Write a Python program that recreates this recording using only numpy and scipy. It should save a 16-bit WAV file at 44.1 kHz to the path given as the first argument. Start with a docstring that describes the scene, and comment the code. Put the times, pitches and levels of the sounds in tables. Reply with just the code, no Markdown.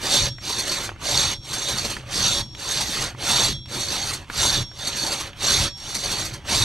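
"""Crosscut saw in a wood

A long two-handled saw is pushed and pulled through a log, its blade tapping the kerf near the turns.
Teeth tear fibres: bursts of noise, shaped by stroke speed, excite wood, blade modes and log in turn.
With most of the blade out of the cut, lightly damped partials (decaying sines) sing through the turn.
Leaves rustle faintly; trunks and ground scatter the sound, as exponentially decaying noise.
"""
import sys
import numpy as np
from scipy import signal
from scipy.fft import rfft, irfft, next_fast_len
from scipy.io import wavfile
from scipy.ndimage import uniform_filter1d, map_coordinates

SR = 44100
rng = np.random.default_rng(int(sys.argv[2]) if len(sys.argv) > 2 else 0)


def output_pcm(signal):
    """Save a mono or channel-first signal as 16-bit PCM at the path in sys.argv[1].

    Samples are clipped to [-1, 1] before scaling.
    """
    pcm = np.clip(np.atleast_2d(signal).T, -1, 1) * 32767
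    wavfile.write(sys.argv[1], SR, np.round(pcm).astype(np.int16))


N = 292810
T = np.arange(N) / SR  # time [s]

# Pushes, blade sliding out: (start [s], speed-up [s], full swing [s], slow-down [s], tooth sizzle [dB],
# log rumble [dB], blade song [dB], low partials relative to song [dB])
PUSH_STROKES = [(-.041, 0.11, 0.22, 0.094, -29, -31, -35.5, -3),
                (.967, 0.1, 0.27, 0.082, -29.5, -31.5, -35.5, 1),
                (2.033, 0.12, 0.26, 0.12, -30.5, -31, -34, -1),
                (3.14, 0.12, .27, 0.12, -31.5, -30, -38.5, 8),
                (4.257, 0.14, 0.23, 0.11, -30, -29, -37.5, -4),
                (5.334, 0.12, 0.23, 0.12, -29.5, -29, -31.5, -2),
                (6.429, 0.085, 0.23, 0.029, -29, -23.5, -29.5, -13)]
# Pulls, blade drawn back: (start [s], speed-up [s], full swing [s], slow-down [s], tooth sizzle [dB],
# log rumble [dB])
PULL_STROKES = [(.371, 0.11, 0.38, 0.1, -38, -43.5), (1.375, 0.19, 0.36, 0.18, -38.5, -36.5),
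                (2.498, 0.16, 0.39, 0.15, -38, -36.5), (3.646, 0.085, 0.41, 0.16, -38.5, -39.5),
                (4.673, 0.22, 0.32, 0.15, -39, -42), (5.668, 0.28, 0.31, 0.21, -39.5, -37.5)]


def saw():
    """Source-filter principle: tearing noise excites the teeth's sizzle, the blade modes and the wood."""
    # Blade modes damped by the kerf: (frequency [Hz], width [Hz], relative level [dB])
    free_blade = [(3340, 46, -12.5), (3500, 60, -1.5), (3747, 59, 0.5), (3925, 240, -7), (4011, 57, 1),
                  (5580, 44, -5), (563, 6.8, -8)]
    stiff_blade = [(4370, 56, 2.5), (4529, 75, -1.5), (5270, 67, -17), (5490, 48, -14), (5818, 95, -3.5),
                   (6227, 102, -5), (6427, 73, -2), (7496, 170, -8.5), (8590, 260, -19.5),
                   (10240, 68, -14.5), (11260, 61, -16.5)]
    # Spectra of the teeth and of the wood: (frequency [Hz], relative level per Hz [dB])
    sizzle_spectrum = [(3000, -9), (4200, 7), (6000, -0.5), (7000, -5), (8500, 0.5), (10000, -4.5),
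                       (12000, -10), (14000, -15), (15700, -33)]
    wood_spectrum = [(120, -16), (200, -2), (250, -6.5), (372, -3.5), (505, -8), (568, -1), (640, -8),
                     (760, -4.5), (1500, -6.5), (3200, -5.5), (4500, -24.5), (7000, -28), (9000, -60)]

    teeth_db = sizzle_db()
    out = share_out()
    full_db = -25  # sizzle of a hard stroke
    drop = np.maximum(full_db - teeth_db, 0)

    # share of the sizzle's drop that the wood is spared, blade in and out
    spared_in, spared_out = 0.39, 0.17
    wood_db = 1 + drop * (spared_in + (spared_out - spared_in) * out)

    # modes are loudest with a little more than half the blade out
    midway_db = 6 * np.sin(np.pi * out ** 1.15) ** 2
    # far out, the blade rings on: a share of a deep drop is made up
    rings_on_db = 0.19 * (0.21 + out) * np.maximum(drop - 14, 0)
    blade_db = 4.5 + midway_db + rings_on_db

    judder = amp(1.74 * wobble(14) + 0.96 * wobble(30))  # tooth groups bite unevenly
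    teeth = amp(teeth_db) * judder
    wood = amp(teeth_db + wood_db) * judder
    blade = amp(teeth_db + blade_db) * judder
    extra = catches()
    # the free modes need length: strongest when the blade is far out
    reach = np.max([np.exp(-np.abs(T - swing_end(row) - .05) / 0.39) for row in PUSH_STROKES], axis=0)

    sizzle_gain = teeth * amp(2 + 1.7 * wobble(18)) + 3.96 * extra
    sizzle = through(sizzle_gain * tearing(grit_db=2.0, patchy_db=4.5), colour(sizzle_spectrum))

    stiff_gain = blade * amp(-2.0) + 2.7 * extra
    stiff = through(stiff_gain * tearing(grit_db=5.0, patchy_db=2), modes(stiff_blade))

    free_gain = blade * amp(-9.5 + 7.5 * reach)
    free = through(free_gain * tearing(grit_db=4.0, patchy_db=2.0), modes(free_blade))

    fibre_gain = wood * amp(-0.68) + 1.38 * extra
    fibres = through(fibre_gain * tearing(grit_db=2.0, patchy_db=3.24), colour(wood_spectrum))
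    return sizzle + stiff + free + fibres


def sizzle_db():
    """Stroke kinematics: the loudest stroke rules, above the faint creep of a turning blade."""
    pushes = [stroke_db(row, arch_db=18, crest=0.32, bend_up=1.83, bend_down=0.58) for row in PUSH_STROKES]
    pulls = [stroke_db(row, arch_db=1.88, crest=0.46, bend_up=1.79, bend_down=1.35) for row in PULL_STROKES]
    creep_db = -71
    return 20 * np.log10(amp(np.max(pushes + pulls, axis=0)) + amp(creep_db))


def stroke_db(row, arch_db, crest, bend_up, bend_down):
    """Speed-dependent excitation: level climbs with the start, arches over the swing, falls at the end."""
    start, rise, swing, fall, db = row[:5]
    t = T - start
    slow_start = np.maximum(1 - t / rise, 0) ** bend_up
    slow_end = np.maximum((t - rise - swing) / fall, 0) ** bend_down
    arch = arch_db * (np.clip((t - rise) / swing, 0, 1) - crest) ** 2  # crest as share of the swing
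    still_db = 46.5  # drop at a standstill
    return db - arch - still_db * (slow_start + slow_end)


def swing_end(row):
    """Stroke kinematics: the moment at which a stroke begins to slow down."""
    return sum(row[:3])


def share_out():
    """Reciprocating motion: share of the blade beyond the cut, linear between the turns."""
    push_starts = [(row[0], 0) for row in PUSH_STROKES]
    pull_starts = [(row[0], 1) for row in PULL_STROKES]
    last_turn = (sum(PUSH_STROKES[-1][:4]), 1)
    turns = sorted(push_starts + pull_starts + [last_turn])
    return np.interp(T, *np.transpose(turns))


def tearing(grit_db, patchy_db):
    """Stochastic fracture: fibres snap in uneven bursts; bands come and go as the blade slides."""
    z = signal.stft(rng.standard_normal(N), nperseg=512)[2]
    field = uniform_filter1d(rng.standard_normal(z.shape), 3, 0)  # smooth over frequency
    field = uniform_filter1d(field, 8, 1)  # smooth over time
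    patches = amp(patchy_db * np.clip(unit(field), -2, 2))
    noise = signal.istft(z * patches, nperseg=512)[1][:N]
    return unit(noise * amp(grit_db * wobble(1400)))


def catches():
    """Impulsive excitation: teeth catch in the kerf; each extra tear rises quickly and falls shortly."""
    # Extra tears: (time [s], relative level [dB])
    catch_times = [(0.491, -32), (0.584, -27.5), (0.673, -33), (0.714, -31), (0.83, -34), (1.442, -49),
                   (1.478, -51), (1.529, -30.5), (1.6352, -48), (1.6825, -30), (1.772, -30.5), (1.844, -29),
                   (1.8961, -32), (2.589, -42), (2.716, -35), (2.806, -25.5), (3.0061, -33), (3.681, -55),
                   (3.7943, -36.5), (3.915, -33), (4.13, -30.5), (4.785, -44), (4.868, -30),
                   (4.9631, -32.5), (5.0624, -31.5), (5.118, -28), (5.1974, -34), (5.772, -52),
                   (5.828, -55), (5.888, -46), (5.943, -26.5), (6.0347, -34), (6.11, -28.5), (6.1814, -38),
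                   (6.2477, -31.5), (6.331, -37.5)]
    s, db = np.transpose(catch_times)
    u = np.maximum(T - s[:, None], 0) / .009  # time in units of the rise, 9 ms
    return amp(db - 13.5) @ (u * np.exp(1 - u))


def song():
    """Free vibration: partials build up late in the push, ring through the turn, fade as the cut grips."""
    # Free blade partials: (frequency [Hz], relative level [dB], free 60 dB decay time [s])
    high_partials = [(5539, 0, 1.0), (4490, -15, .25), (4350, -18, .3), (6428, -24, .25), (7340, -18, .15)]
    low_partials = [(3340, 0, .45), (3380, -6, .5), (3478, -12, .5), (3515, -12, .5), (3775, -11, .55),
                    (4025, -10, .6), (568, -8, .2)]
    out = np.zeros(N)
    for row in PUSH_STROKES:
        db, low_db = row[6:]
        # both sets peak just before the push slows, by lead [s]
        for table, lift_db, lead in ((high_partials, 0, 0.033), (low_partials, low_db, 0.04)):
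            t = T - swing_end(row) + lead
            rise = np.exp(np.minimum(t, 0) / .085)  # build-up time constant [s]
            after = np.maximum(t, 0)
            gripped_db = -90 * np.maximum(after - .3, 0)  # faster decay once drawn in
            for hz, level_db, t60 in table:
                chance = rng.standard_normal(2)
                start_db = db + lift_db + level_db + 1.1 * chance[0]
                gain = amp(start_db - 60 * after / t60 + gripped_db)
                out += rise * gain * np.sin(2 * np.pi * hz * T + 3 * chance[1])
    return out * amp(2.9 * wobble(25))


def taps():
    """Impact: the blade taps the kerf; noise in one broad resonance, with a faint tick of steel."""
    # Taps near a turn: (time [s], knock level [dB], centre [Hz], relative level of steel tick [dB])
    tap_times = [(0.383, -28, 2000, -15), (0.8914, -18, 1900, -31), (0.917, -27, 1050, -28),
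                 (0.9612, -32.5, 1500, -12), (1.9666, -20, 1790, -27), (1.9984, -33, 2760, -17),
                 (2.0384, -33.5, 1020, -13), (2.549, -26.5, 3380, -21), (3.1483, -28.5, 1150, -17),
                 (3.6581, -31, 3380, -15), (4.2996, -18.5, 1850, -33), (4.714, -35, 1670, -11),
                 (5.3316, -30.5, 2760, -16), (6.452, -32, 1405, -9)]
    out = np.zeros(N + SR)
    t = np.arange(SR // 20) / SR
    for s, db, hz, tick_db in tap_times:
        # 60 dB decay times [s] of the knock's noise and of the tick
        puff = rng.standard_normal((2, len(t))) * amp(-60 * t / [[.03], [.012]])
        resonance = np.sin(2 * np.pi * hz * t) * amp(-60 * t / 0.0025)
        knock = signal.fftconvolve(puff[0], resonance)[:len(t)]
        tick = amp(tick_db - 17) * puff[1]
        out[round(s * SR):][:len(t)] += amp(db) * (knock / np.abs(knock).max() + tick)
    return out[:N]


def log():
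    """Forced vibration: the log and its pile shudder more through each stroke and settle at the turn."""
    # Spectrum of the shudder: (frequency [Hz], relative level per Hz [dB])
    log_spectrum = [(13, -36), (22, -1), (59, -1), (114, 2.5), (130, 4), (167, -9.5), (220, -10.5),
                    (260, -14.5), (340, -11.5), (570, -120)]
    quiet_db, crest = -42.5, 0.71  # level at the turns; time of the crest as share of the stroke
    points = []
    for row in sorted(PUSH_STROKES + PULL_STROKES):
        points += [(row[0], quiet_db), (row[0] + crest * sum(row[1:4]), row[5])]
    rumble_db = np.interp(T, *np.transpose(points))
    rumble = unit(filtered(rng.standard_normal(N), colour(log_spectrum)))
    return amp(rumble_db + 2.0 * wobble(23)) * rumble


def forest():
    """Stationary random noise: a faint steady rustle of leaves."""
    # Spectrum of the rustle: (frequency [Hz], relative level per Hz [dB])
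    forest_spectrum = [(150, -5), (400, -11), (1000, -23), (3000, -30), (6000, -34), (11000, -44),
                       (15000, -55)]
    return amp(-61) * unit(filtered(rng.standard_normal(N), colour(forest_spectrum)))


def ports(make):
    """Interchannel coherence: a shared sound with level and phase offsets, plus a little that differs."""
    # Left-right likeness: (frequency [Hz], correlation [1])
    alike = [(60, .97), (600, .98), (2500, .9), (5000, .95), (12000, .84)]
    # Lean: (frequency [Hz], left above right [dB])
    lean = [(80, 0.5), (600, -1.5), (2900, -2.5), (4100, -3), (5300, -2), (8900, -0.5), (11000, -0.5)]
    # Lead: (frequency [Hz], phase by which left leads [rad])
    lead = [(80, 0), (1000, -.16), (3400, -.73), (4300, -.6), (5300, -.1), (8000, -.2), (12000, 0)]

    def share(hz):
        """Orthogonal mixing: cos and sin gains of mid and side set the correlation."""
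        turn = np.arccos(along(alike, hz)) / 2
        return np.array([np.cos(turn), np.sin(turn)])

    def offset(hz):
        """Symmetric offset: half the lean and lead to the left, the inverse to the right."""
        half = amp(along(lean, hz) / 2) * np.exp(1j * along(lead, hz) / 2)
        return np.array([half, 1 / half])

    mid, side = filtered(np.array([make(), make()]), share)
    return filtered(np.array([mid + side, mid - side]), offset)


def trees(x):
    """Diffuse scattering off trunks and ground: decaying noise, unrelated in the two channels."""
    # Decay of the scatter: (frequency [Hz], 60 dB decay time [s])
    decay_times = [(200, 0.12), (2000, 0.18), (10000, 0.24)]
    hz, t, z = signal.stft(rng.standard_normal((2, SR // 2)), SR, nperseg=256)
    decay = amp(-60 * t / along(decay_times, hz)[:, None])
    tail = signal.istft(z * decay, SR, nperseg=256)[1]
    delayed = np.pad(x, (300, 0))[None]  # 300 samples, about 7 ms
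    return signal.fftconvolve(delayed, tail / np.linalg.norm(tail[0]), axes=1)[:, :N]


def amp(db):
    """Logarithmic level: dB to amplitude gain."""
    return 10 ** (np.asarray(db) / 20)


def unit(x):
    """Power normalisation: scaled to rms 1."""
    return x / np.sqrt(np.mean(x ** 2) + 1e-20)


def along(points, hz):
    """Logarithmic frequency scale: (frequency [Hz], value) points joined on a log axis."""
    f, v = np.transpose(points)
    return np.interp(np.log(hz + 1), np.log(f + 1), v)


def wobble(rate):
    """Band-limited fluctuation: a smooth curve through clipped random knots, rate knots a second."""
    knots = np.clip(rng.standard_normal(int(N * rate / SR) + 4), -2, 2)
    return map_coordinates(knots, [T * rate])


def filtered(x, response):
    """Linear filtering: the spectrum of x times a complex response of frequency."""
    m = next_fast_len(N + SR // 2)
    return irfft(rfft(x, m) * response(np.fft.rfftfreq(m, 1 / SR)), m)[..., :N]


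def through(x, response):
    """Power conservation: filtering that keeps the power of white noise."""
    hz = np.linspace(0, SR / 2, 8192)
    return filtered(x, response) / np.sqrt(np.mean(np.abs(response(hz)) ** 2))


def modes(table):
    """Modal superposition: a sum of damped resonances of alternating sign."""
    def response(f):
        total = 0
        for k, (centre, width, db) in enumerate(table):
            damping = 1j * f * width
            total = total + (-1) ** k * amp(db) * damping / (centre * centre - f * f + damping)
        return total
    return response


def colour(spectrum):
    """Spectral shaping: the response of a smooth spectrum."""
    return lambda f: amp(along(spectrum, f))


def scene():
    """Superposition: saw, log and leaves as direct sound, with scatter from the trees."""
    near = ports(lambda: saw() + song() + taps() + log() + forest())
    return near + amp(-27) * trees(near.mean(axis=0))


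def record(dry):
    """Band limitation: nothing above the limit [Hz] is kept."""
    return filtered(dry, lambda hz: hz < 15725)


dry = scene()
out = record(dry)
output_pcm(out)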